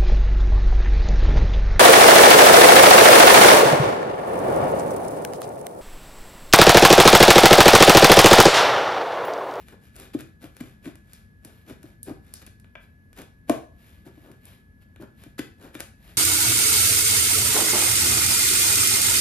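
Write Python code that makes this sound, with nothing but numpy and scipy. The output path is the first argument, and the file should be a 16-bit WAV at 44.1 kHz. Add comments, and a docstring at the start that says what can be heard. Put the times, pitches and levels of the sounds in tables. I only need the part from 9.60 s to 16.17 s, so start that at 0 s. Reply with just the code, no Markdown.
"""In a quiet living room, scissors work their way round the foil seal of a big plastic tub.
Each cut is a crunch of random fractures and shakes the tub; the taut foil pops like a small drum.
Blades and foil edges tick as short noise bursts; opening blades scrape; one hollow knock is a set of modes.
Once the blades snap shut against the tub's wall. In between, hand and tub slide over cloth as dense grains.
Filtered noise makes a low rumble, and a sine of wavering phase a faint whine."""
import sys
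import numpy as np
from scipy import signal
from scipy.fft import rfft, irfft, next_fast_len
from scipy.io import wavfile
from scipy.ndimage import uniform_filter1d

SR = 44100
rng = np.random.default_rng(int(sys.argv[2]) if len(sys.argv) > 2 else 0)


def to_wav(s):
    """Save 16-bit WAV."""
    ch = np.atleast_2d(s).T  # columns
    pcm = np.round(np.clip(ch, -1, 1) * 32767)  # PCM
    wavfile.write(sys.argv[1], SR, pcm.astype(np.int16))


N = 289737
TIME = np.arange(N) / SR  # seconds

# Blades cut or crease the foil. Each row: time of the height in seconds, length in seconds,
# crunch drive in dB, judder drive of the tub relative to the crunch in dB.
CUTS = [(.088, 0.053, -56.5, -4), (0.126, 0.016, -56, 10), (.25, 0.063, -58.5, -15),
        (0.406, 0.085, -48, -4.5), (.542, 0.012, -42.5, -13), (0.597, .022, -44.5, -12),
        (.838, 0.038, -48, -1.5), (1.007, 0.0082, -38.5, -10), (1.025, .12, -55.5, -6),
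        (1.261, 0.042, -47.5, -1), (1.537, 0.12, -59, -22), (1.869, 0.056, -57, 0.5),
        (2.095, 0.047, -49.5, 0.5), (2.262, 0.082, -59.5, -1.5), (2.484, 0.036, -48, 7.5),
        (2.679, 0.075, -60.5, -6), (2.782, 0.078, -60.5, -6), (2.822, 0.01, -46, -7),
        (2.871, .01, -46.5, -7.5), (3.587, 0.034, -44, 0.5), (3.898, 0.026, -44, 9), (4.469, 0.028, -54, 5),
        (4.662, 0.072, -64.5, 12), (5.419, 0.023, -51.5, 11), (5.79, 0.011, -30, -17),
        (6.037, 0.063, -52.5, 6.5), (6.154, 0.03, -48, -9), (6.201, 0.016, -41.5, -7)]
# Resonances of the foil. Each row: frequency in Hz, width in Hz, relative level in dB.
FOIL_MODES = [(1478, 96, -20), (2266, 240, -15.5), (2860, 197, -28), (3250, 280, -24)]
# Broad radiation of the foil. Each row: frequency in Hz, relative spectral level in dB.
FOIL_COLOUR = [(120, -22), (300, 5.5), (600, 0), (1000, -5.5), (1500, 1), (2400, -3), (3600, -7.5),
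               (5000, -13), (8000, -24), (16000, -67)]
# Hiss of the sheared edge. Each row: frequency in Hz, relative spectral level in dB.
EDGE_COLOUR = [(500, -35), (2000, 6.5), (4000, 0), (6000, -0.5), (8500, 8.5), (11500, 6), (13000, 2.5),
               (16000, -49)]
# Judder of the tub. Each row: frequency in Hz, relative spectral level in dB.
JUDDER_COLOUR = [(100, -10), (200, 3.5), (340, 6), (480, -1), (650, -3.5), (850, -8), (1100, -12.5),
                 (1500, -11), (3000, -42)]
# The taut seal pops. Each row: time in seconds, peak of the drum sound in dB, nominal pitch in Hz.
POPS = [(.549, -16.5, 301), (.6, -39, 284), (.84, -35.5, 305), (1.009, -26, 257), (1.035, -40.5, 308),
        (1.262, -30, 284), (1.274, -26.5, 298), (1.852, -41.5, 276), (2.108, -34, 277), (2.241, -37, 314),
        (2.481, -27, 319), (2.509, -27.5, 286), (3.589, -39, 367), (3.8995, -10, 316), (4.466, -39.5, 345),
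        (4.577, -42, 296), (4.7, -40, 338), (5.399, -36.5, 335), (5.419, -39, 292), (5.663, -39, 282),
        (5.793, -22, 291), (6.153, -32.5, 295)]
# Resonances of the tub's stiff wall. Each row: frequency in Hz, relative level in dB.
WALL_MODES = [(440, -7.5), (650, -4.5), (1090, -14.5)]
# Sharp ticks of blade and foil edge. Each row: start in seconds, drive in dB,
# extra drive of the foil body in dB.
TICKS = [(.084, -56.5, 9.5), (.357, -54.5, 0), (.364, -49, -5), (.399, -48, -5), (.6075, -48, 3.5),
         (0.9671, -52.5, 4), (1.256, -57.5, 15), (1.355, -56.5, 4), (1.5334, -48, -7), (1.8486, -47, -3.5),
         (2.0975, -55, 11), (2.23, -55.5, 2), (2.4303, -39.5, -38), (2.7386, -39.5, -10.5),
         (2.865, -49, -6), (2.999, -60.5, -4), (3.044, -73, 19.5), (3.53, -59.5, 5.5), (3.6178, -51, 4),
         (3.896, -32.5, 6.5), (4.7156, -60, 5), (4.8544, -50, -25), (5.3608, -65, 15), (5.637, -54.5, 7),
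         (6.1445, -57, 9), (6.1511, -48.5, 11.5), (6.2042, -36, 2.5)]
# Rasp of the steel. Each row: frequency in Hz, relative spectral level in dB.
BLADE_COLOUR = [(1000, -46.5), (3000, -3.5), (4500, 5.5), (7000, 2.5), (9000, -4), (14000, -28.5)]
# Crisp edge of a tick. Each row: frequency in Hz, relative spectral level in dB.
CRISP_COLOUR = [(2000, -57.5), (6500, -13.5), (8500, 9.5), (10500, 5), (12300, -2.5), (14000, -13),
                (16000, -21)]
# The blades slide along each other as they open. Each row: time of the height in seconds,
# length in seconds, level in dB.
SCRAPES = [(1.545, 0.037, -65.5), (2.454, 0.036, -65), (2.76, 0.042, -56.5)]
# Resonances of the knock, probably the scissors' handle. Each row: frequency in Hz, width in Hz,
# relative level in dB.
HANDLE_MODES = [(544, 114, 9.3), (1170, 380, 1.8), (1554, 67, 13.7), (2370, 290, 7.1), (3480, 140, 0.5)]
# Hand and tub slide over cloth. 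Each row: time of the height in seconds, length in seconds, level in dB.
RUBS = [(0, 0.051, -57), (1.945, 0.12, -64), (3.228, 0.039, -63), (4.271, .157, -60.5), (4.616, 0.17, -64),
        (4.888, 0.1, -57), (5.223, 0.025, -65), (5.621, 0.085, -59), (6.479, 0.11, -56.5)]
# Friction on the cloth. Each row: frequency in Hz, relative spectral level in dB.
CLOTH_COLOUR = [(100, -13), (350, 13.5), (900, 4.5), (2500, 7), (4000, 2), (6000, -6), (9000, 3),
                (12000, 3), (13200, -2.5), (15000, -40)]
# Decay of the room. Each row: frequency in Hz, time to fall by 60 dB in seconds.
ROOM_T60 = [(150, 0.29), (500, 0.39), (2000, 0.34), (6000, 0.37), (13000, 0.28)]
# Strength of the reverberation. Each row: frequency in Hz, echo energy over direct energy in dB.
ROOM_DB = [(150, 0), (300, -15.5), (550, -3), (2000, -2.5), (5000, -2.5), (12000, -8.5)]
# Coherence of diffuse sound. Each row: frequency in Hz, left-right likeness from 0 to 1.
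LIKENESS = [(100, 0.98), (350, 0.63), (900, 0.052), (2500, 0.75), (6000, 0.09), (8000, 1), (11000, 1),
            (14000, 1)]
# Low rumble of the room. Each row: frequency in Hz, relative spectral level in dB.
RUMBLE_COLOUR = [(20, -49.5), (30, -14), (48, 1.5), (90, 2), (140, -5), (220, -3.5), (340, -18.5),
                 (900, -32.5), (1700, -35.5), (2300, -37), (4500, -45), (7000, -47), (8500, -40.5),
                 (12000, -39), (14500, -87)]
# Phase of the microphone pair. Each row: frequency in Hz, lead of the left in radians.
PORT_PHASE = [(30, -0.1), (120, -0.42), (1400, 1.29), (2200, 0.66), (3200, 1.47), (5200, 1), (5800, -2),
              (7000, -1.43), (7900, -3), (9300, -2.5), (11000, -5), (12600, -6)]
# Balance of the microphone pair. Each row: frequency in Hz, left minus right in dB.
PORT_BALANCE = [(60, 1.6), (300, 2), (600, 3), (1100, 3.5), (1600, 3), (3000, 3.5), (5300, 6.5), (7000, 2),
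                (8000, 1)]

RISE_SHARE = 0.42  # share of a hand stroke's length in which it swells
# Sheared edge: drive in a usual cut, dB per dB of crunch, and the crunch of a usual cut.
EDGE_DB, EDGE_FOLLOWS, USUAL_CUT_DB = -55, 0.92, -49
JUDDER_LAG_S = 0.0074  # the tub answers a moment after the blades
# Time for a vanishingly light pop to reach its height, and the share added for a full-scale one.
POP_SWELL_S, SWELL_GROWS = 0.005, 0.3
# Wall ringing along: drive for a full-scale pop, and dB per dB of pop.
WALL_DB, WALL_FOLLOWS = -22.5, 0.66
SNAP_S, SNAP_DB = 3.895, -8.5  # the blades strike the wall: start, drive of its modes
RASP_FOLLOWS = 0.33  # growth of a tick's rasp with its foil share, dB per dB
KNOCK_S, KNOCK_DB = 3.154, -12  # first contact, drive of each contact
RUMBLE_DB = -53  # rms level
WHINE_HZ, WHINE_LEFT_DB, WHINE_RIGHT_DB = 1693, -67.5, -63.5
CUTOFF_HZ = 16300  # from here up the microphone pair loses at least 60 dB


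def cuts():
    """Fracture: shearing frees energy in spurts of tiny breaks; a harder cut has more body."""
    peak_s, length_s, body_db, _ = np.transpose(CUTS)
    edge_db = EDGE_DB + EDGE_FOLLOWS * (body_db - USUAL_CUT_DB)
    spurts = clumps(depth_db=4, per_s=260)
    body_fractures = evened(spurts * grains(per_s=1800, spread_db=2.0))
    edge_fractures = evened(spurts * grains(per_s=3900, spread_db=3.0))
    body = foil_body(strokes(peak_s, length_s, body_db) * body_fractures)
    edge = colour(strokes(peak_s, length_s, edge_db) * edge_fractures, EDGE_COLOUR)
    return body + edge


def clumps(depth_db, per_s):
    """Intermittency: the foil catches and gives way in spurts, an uneven gain of rms one."""
    draws = rng.standard_normal(int(per_s * N / SR) + 2)
    levels_db = depth_db * np.clip(draws, -2, 2)
    gain_db = np.interp(TIME * per_s, np.arange(len(levels_db)), levels_db)
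    return rms_one(from_db(gain_db))


def foil_body(force, ring_db=14):
    """Forced plate vibration: the foil radiates a force broadly and rings briefly at its own modes."""
    ringing = sum(from_db(db) * resonate(force, hz, width) for hz, width, db in FOIL_MODES)
    return 0.54 * colour(force, FOIL_COLOUR) + from_db(ring_db) * ringing


def drags():
    """Stick-slip: as a cut drags on the rim, uneven catching and slipping shakes the tub's wall."""
    peak_s, length_s, cut_db, judder_db = np.transpose(CUTS)
    slips = evened(grains(per_s=980, spread_db=1))
    return colour(strokes(peak_s + JUDDER_LAG_S, length_s, cut_db + judder_db) * slips, JUDDER_COLOUR)


def pops(wall_swell_s=0.0031, thud_hz=130, thud_db=-30, thud_s=0.016, size=5000):
    """Membrane tension: the seal gives way, swells for a cycle or two and sinks in pitch as it slackens."""
    out, t = np.zeros(N + size), np.arange(size) / SR
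    stretch, slacken_s, rest = 2.4, 0.005, 0.33
    tension = np.exp(-t / slacken_s) - rest
    wall_tones = sum(from_db(db) * np.sin(2 * np.pi * hz * t) for hz, db in WALL_MODES)
    wall = swell(t, wall_swell_s) * wall_tones
    thud = from_db(thud_db) * swell(t, thud_s) * np.sin(2 * np.pi * thud_hz * t)
    for s, db, pitch_hz in POPS:
        force = from_db(db)
        # a harder pop stretches the foil more, so its pitch falls further
        cycles = np.cumsum(pitch_hz * (1 + stretch * force * tension)) / SR
        drum = swell(t, POP_SWELL_S * (1 + SWELL_GROWS * force)) * np.sin(2 * np.pi * cycles)
        at = int((s - POP_SWELL_S / 4) * SR)  # the swell begins just ahead of the listed time
        out[at:at + size] += force * drum
        out[at:at + size] += from_db(WALL_DB + WALL_FOLLOWS * db) * wall
        # the whole tub answers with a low thud, which the cushion under it restrains
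        out[at:at + size] += np.sqrt(force) * thud
    at = int(SNAP_S * SR)
    out[at:at + size] += from_db(SNAP_DB) * wall
    return out[:N]


def swell(t, peak_s):
    """Damped response: rise to one at peak_s, then die away."""
    age = t / peak_s
    return (age * np.exp(1 - age)) ** 2


def ticks(body_db=27, rasp_db=21.5, edge_db=28, size=1100):
    """Sudden slip: a crack with weaker, longer chatter; floppy foil takes longer over it than steel."""
    forces, t = np.zeros((3, N + size)), np.arange(size) / SR
    crack_s = np.array([[0.0028], [0.002], [0.001]])  # decay of foil body, steel and crisp edge
    chatter_s, chatter_db = 0.005, -11
    envelopes = np.exp(-t / crack_s) + from_db(chatter_db) * np.exp(-t / chatter_s)
    noises = rng.standard_normal((len(TICKS), size))
    for (s, db, foil_db), noise in zip(TICKS, noises):
        at = int(s * SR)
        bursts = pitchless(noise * envelopes)
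        drives_db = [body_db + foil_db, rasp_db + RASP_FOLLOWS * foil_db, edge_db]
        gains = from_db(db) * from_db(drives_db) / np.linalg.norm(bursts, axis=1)
        forces[:, at:at + size] += gains[:, None] * bursts
    body, blade, edge = forces[:, :N]
    return foil_body(body) + colour(blade, BLADE_COLOUR) + colour(edge, CRISP_COLOUR)


def pitchless(bursts, count=2):
    """Flat spectrum: a crack with its energy spread almost evenly over frequency has no pitch."""
    fade = np.cos(np.linspace(0, np.pi / 2, bursts.shape[-1])) ** 2
    for _ in range(count):
        phase = np.angle(rfft(bursts))
        bursts = irfft(np.exp(1j * phase), len(fade)) * fade
    return bursts


def scrapes():
    """Dry friction: steel rasps on steel in fine, dense slips."""
    slips = evened(grains(per_s=2600, spread_db=5.0))
    return colour(strokes(*np.transpose(SCRAPES)) * slips, BLADE_COLOUR)


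def knock(bounce_s=0.00302):
    """Impact: plastic meets plastic and bounces once, each contact exciting the same modes."""
    force = np.zeros(N)
    force[[int(KNOCK_S * SR), int((KNOCK_S + bounce_s) * SR)]] = from_db(KNOCK_DB)
    # neighbouring modes alternate in sign
    return sum((-1) ** k * from_db(db) * resonate(force, hz, width)
               for k, (hz, width, db) in enumerate(HANDLE_MODES))


def rubs():
    """Fibre friction: fibres catch and let go so densely that they merge into a soft hiss."""
    return colour(strokes(*np.transpose(RUBS)) * grains(per_s=9700, spread_db=5.0), CLOTH_COLOUR)


def strokes(times, lengths, levels_db):
    """Addition of power: hand strokes, each swelling to its height and easing off, as an envelope."""
    power = np.zeros(N)
    for s, length, db in zip(times, lengths, levels_db):
        rise, fall = RISE_SHARE * length, (1 - RISE_SHARE) * length
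        near = slice(*np.searchsorted(TIME, [s - 3 * rise, s + 3 * fall]))
        t = TIME[near] - s
        power[near] += from_db(db) ** 2 * np.exp(-(t / np.where(t < 0, rise, fall)) ** 2)
    return np.sqrt(power)


def grains(per_s, spread_db):
    """Shot noise: tiny events at random moments, of uneven size; rms one."""
    sizes = from_db(spread_db * np.minimum(rng.exponential(1, N), 4))
    signs = rng.choice([-1, 1], N)
    happens = rng.random(N) < per_s / SR
    return rms_one(sizes * signs * happens)


def evened(x, size=600):
    """Energy budget: mean power over about 14 ms is held near one, however it splits into fractures."""
    power = np.maximum(uniform_filter1d(x ** 2, size), 0)
    return x / np.sqrt(power + 1e-4)


def room(x, build_s=0.006, size=26000):
    """Reverberation: direct sound plus a diffuse tail that builds up and dies octave by octave."""
    t, noise = np.arange(size) / SR, rfft(diffuse(size))
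    centres, tail = np.geomspace(125, 16000, 8), 0
    for hz, share in zip(centres, np.eye(len(centres))):
        weights = at_hz(np.column_stack([centres, share]), bins(t))
        band = irfft(noise * weights, size)
        decay = from_db(-60 * t / at_hz(ROOM_T60, hz)) * (1 - np.exp(-(t / build_s) ** 2))
        tail = tail + from_db(at_hz(ROOM_DB, hz)) * band * decay / np.linalg.norm(decay)
    return x + signal.fftconvolve(x[None], tail, axes=1)[:, :N]


def diffuse(size):
    """Diffuse field: white noise from all sides, partly alike at the two microphones."""
    padded = next_fast_len(size)
    mid, side = rfft(rng.standard_normal((2, padded)))
    alike = np.clip(at_hz(LIKENESS, np.linspace(0, SR / 2, len(mid))), 0, 1)
    pair = np.sqrt((1 + alike) / 2) * mid + np.sqrt((1 - alike) / 2) * side * [[1], [-1]]
    return irfft(pair, padded)[:, :size]


def background():
    """Ambient noise: a low room rumble and the thin whine of some appliance."""
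    return rumble() + whine()


def rumble(lead_in=8192):
    """Filtered noise: a diffuse field shaped towards the lows, past the filter's onset."""
    sides = [colour(side, RUMBLE_COLOUR, size=8192)[-N:] for side in diffuse(N + lead_in)]
    return from_db(RUMBLE_DB) * rms_one(np.array(sides))


def whine(width_hz=5, lag=3.12):
    """Phase diffusion: a wandering phase widens a sine; the left lags by the given radians."""
    waver = np.cumsum(rng.standard_normal(N)) * np.sqrt(2 * np.pi * width_hz / SR)
    tone = np.sin(2 * np.pi * WHINE_HZ * TIME + waver - np.array([[lag], [0]]))
    return from_db([[WHINE_LEFT_DB], [WHINE_RIGHT_DB]]) * rms_one(tone)


def colour(x, spectrum, size=2048):
    """Minimum phase: a causal filter of unit energy follows from the log spectrum alone."""
    cepstrum = irfft(np.log(from_db(at_hz(spectrum, bins(np.zeros(size))))))
    # fold the cepstrum onto positive times
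    cepstrum[1:size // 2] *= 2
    cepstrum[size // 2 + 1:] = 0
    response = irfft(np.exp(rfft(cepstrum)))
    return signal.oaconvolve(x, response / np.linalg.norm(response))[:len(x)]


def resonate(x, hz, width):
    """Damped oscillator: a two-pole resonance with a gain of about one at its top."""
    r = np.exp(-np.pi * width / SR)
    zeros = np.array([1, 0, -1]) * (1 - r * r) / 2
    poles = [1, -2 * r * np.cos(2 * np.pi * hz / SR), r * r]
    return signal.lfilter(zeros, poles, x + 1e-18)  # the offset avoids denormal numbers


def from_db(db):
    """Logarithmic level: decibels to amplitude gain."""
    return 10 ** (np.asarray(db) / 20)


def rms_one(x):
    """Normalised power: scale to an rms of one."""
    return x / np.sqrt(np.mean(x ** 2) + 1e-20)


def at_hz(points, hz):
    """Logarithmic frequency: read a table by interpolation on a log-frequency axis."""
    f, value = np.transpose(points)
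    return np.interp(np.log(np.maximum(hz, 1)), np.log(f), value)


def bins(x):
    """Discrete spectrum: the frequencies in Hz of the spectrum of x."""
    return np.fft.rfftfreq(x.shape[-1], 1 / SR)


def scene():
    """Superposition: all the handiwork sounds from one spot in the room, over the background."""
    handiwork = cuts() + drags() + pops() + ticks() + scrapes() + knock() + rubs()
    return room(handiwork) + background()


def record(dry):
    """Linear reception: the two ports differ in phase and level by frequency; the top is cut."""
    size = next_fast_len(N + 2000)
    hz, sides = bins(np.zeros(size)), np.array([[0.5], [-0.5]])
    balance = from_db(sides * at_hz(PORT_BALANCE, hz))
    ports = balance * np.exp(1j * sides * at_hz(PORT_PHASE, hz))
    heard = irfft(rfft(dry, size) * ports, size)[:, :N]
    return signal.sosfilt(signal.cheby2(14, 60, CUTOFF_HZ, fs=SR, output="sos"), heard)


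dry = scene()
out = record(dry)
to_wav(out)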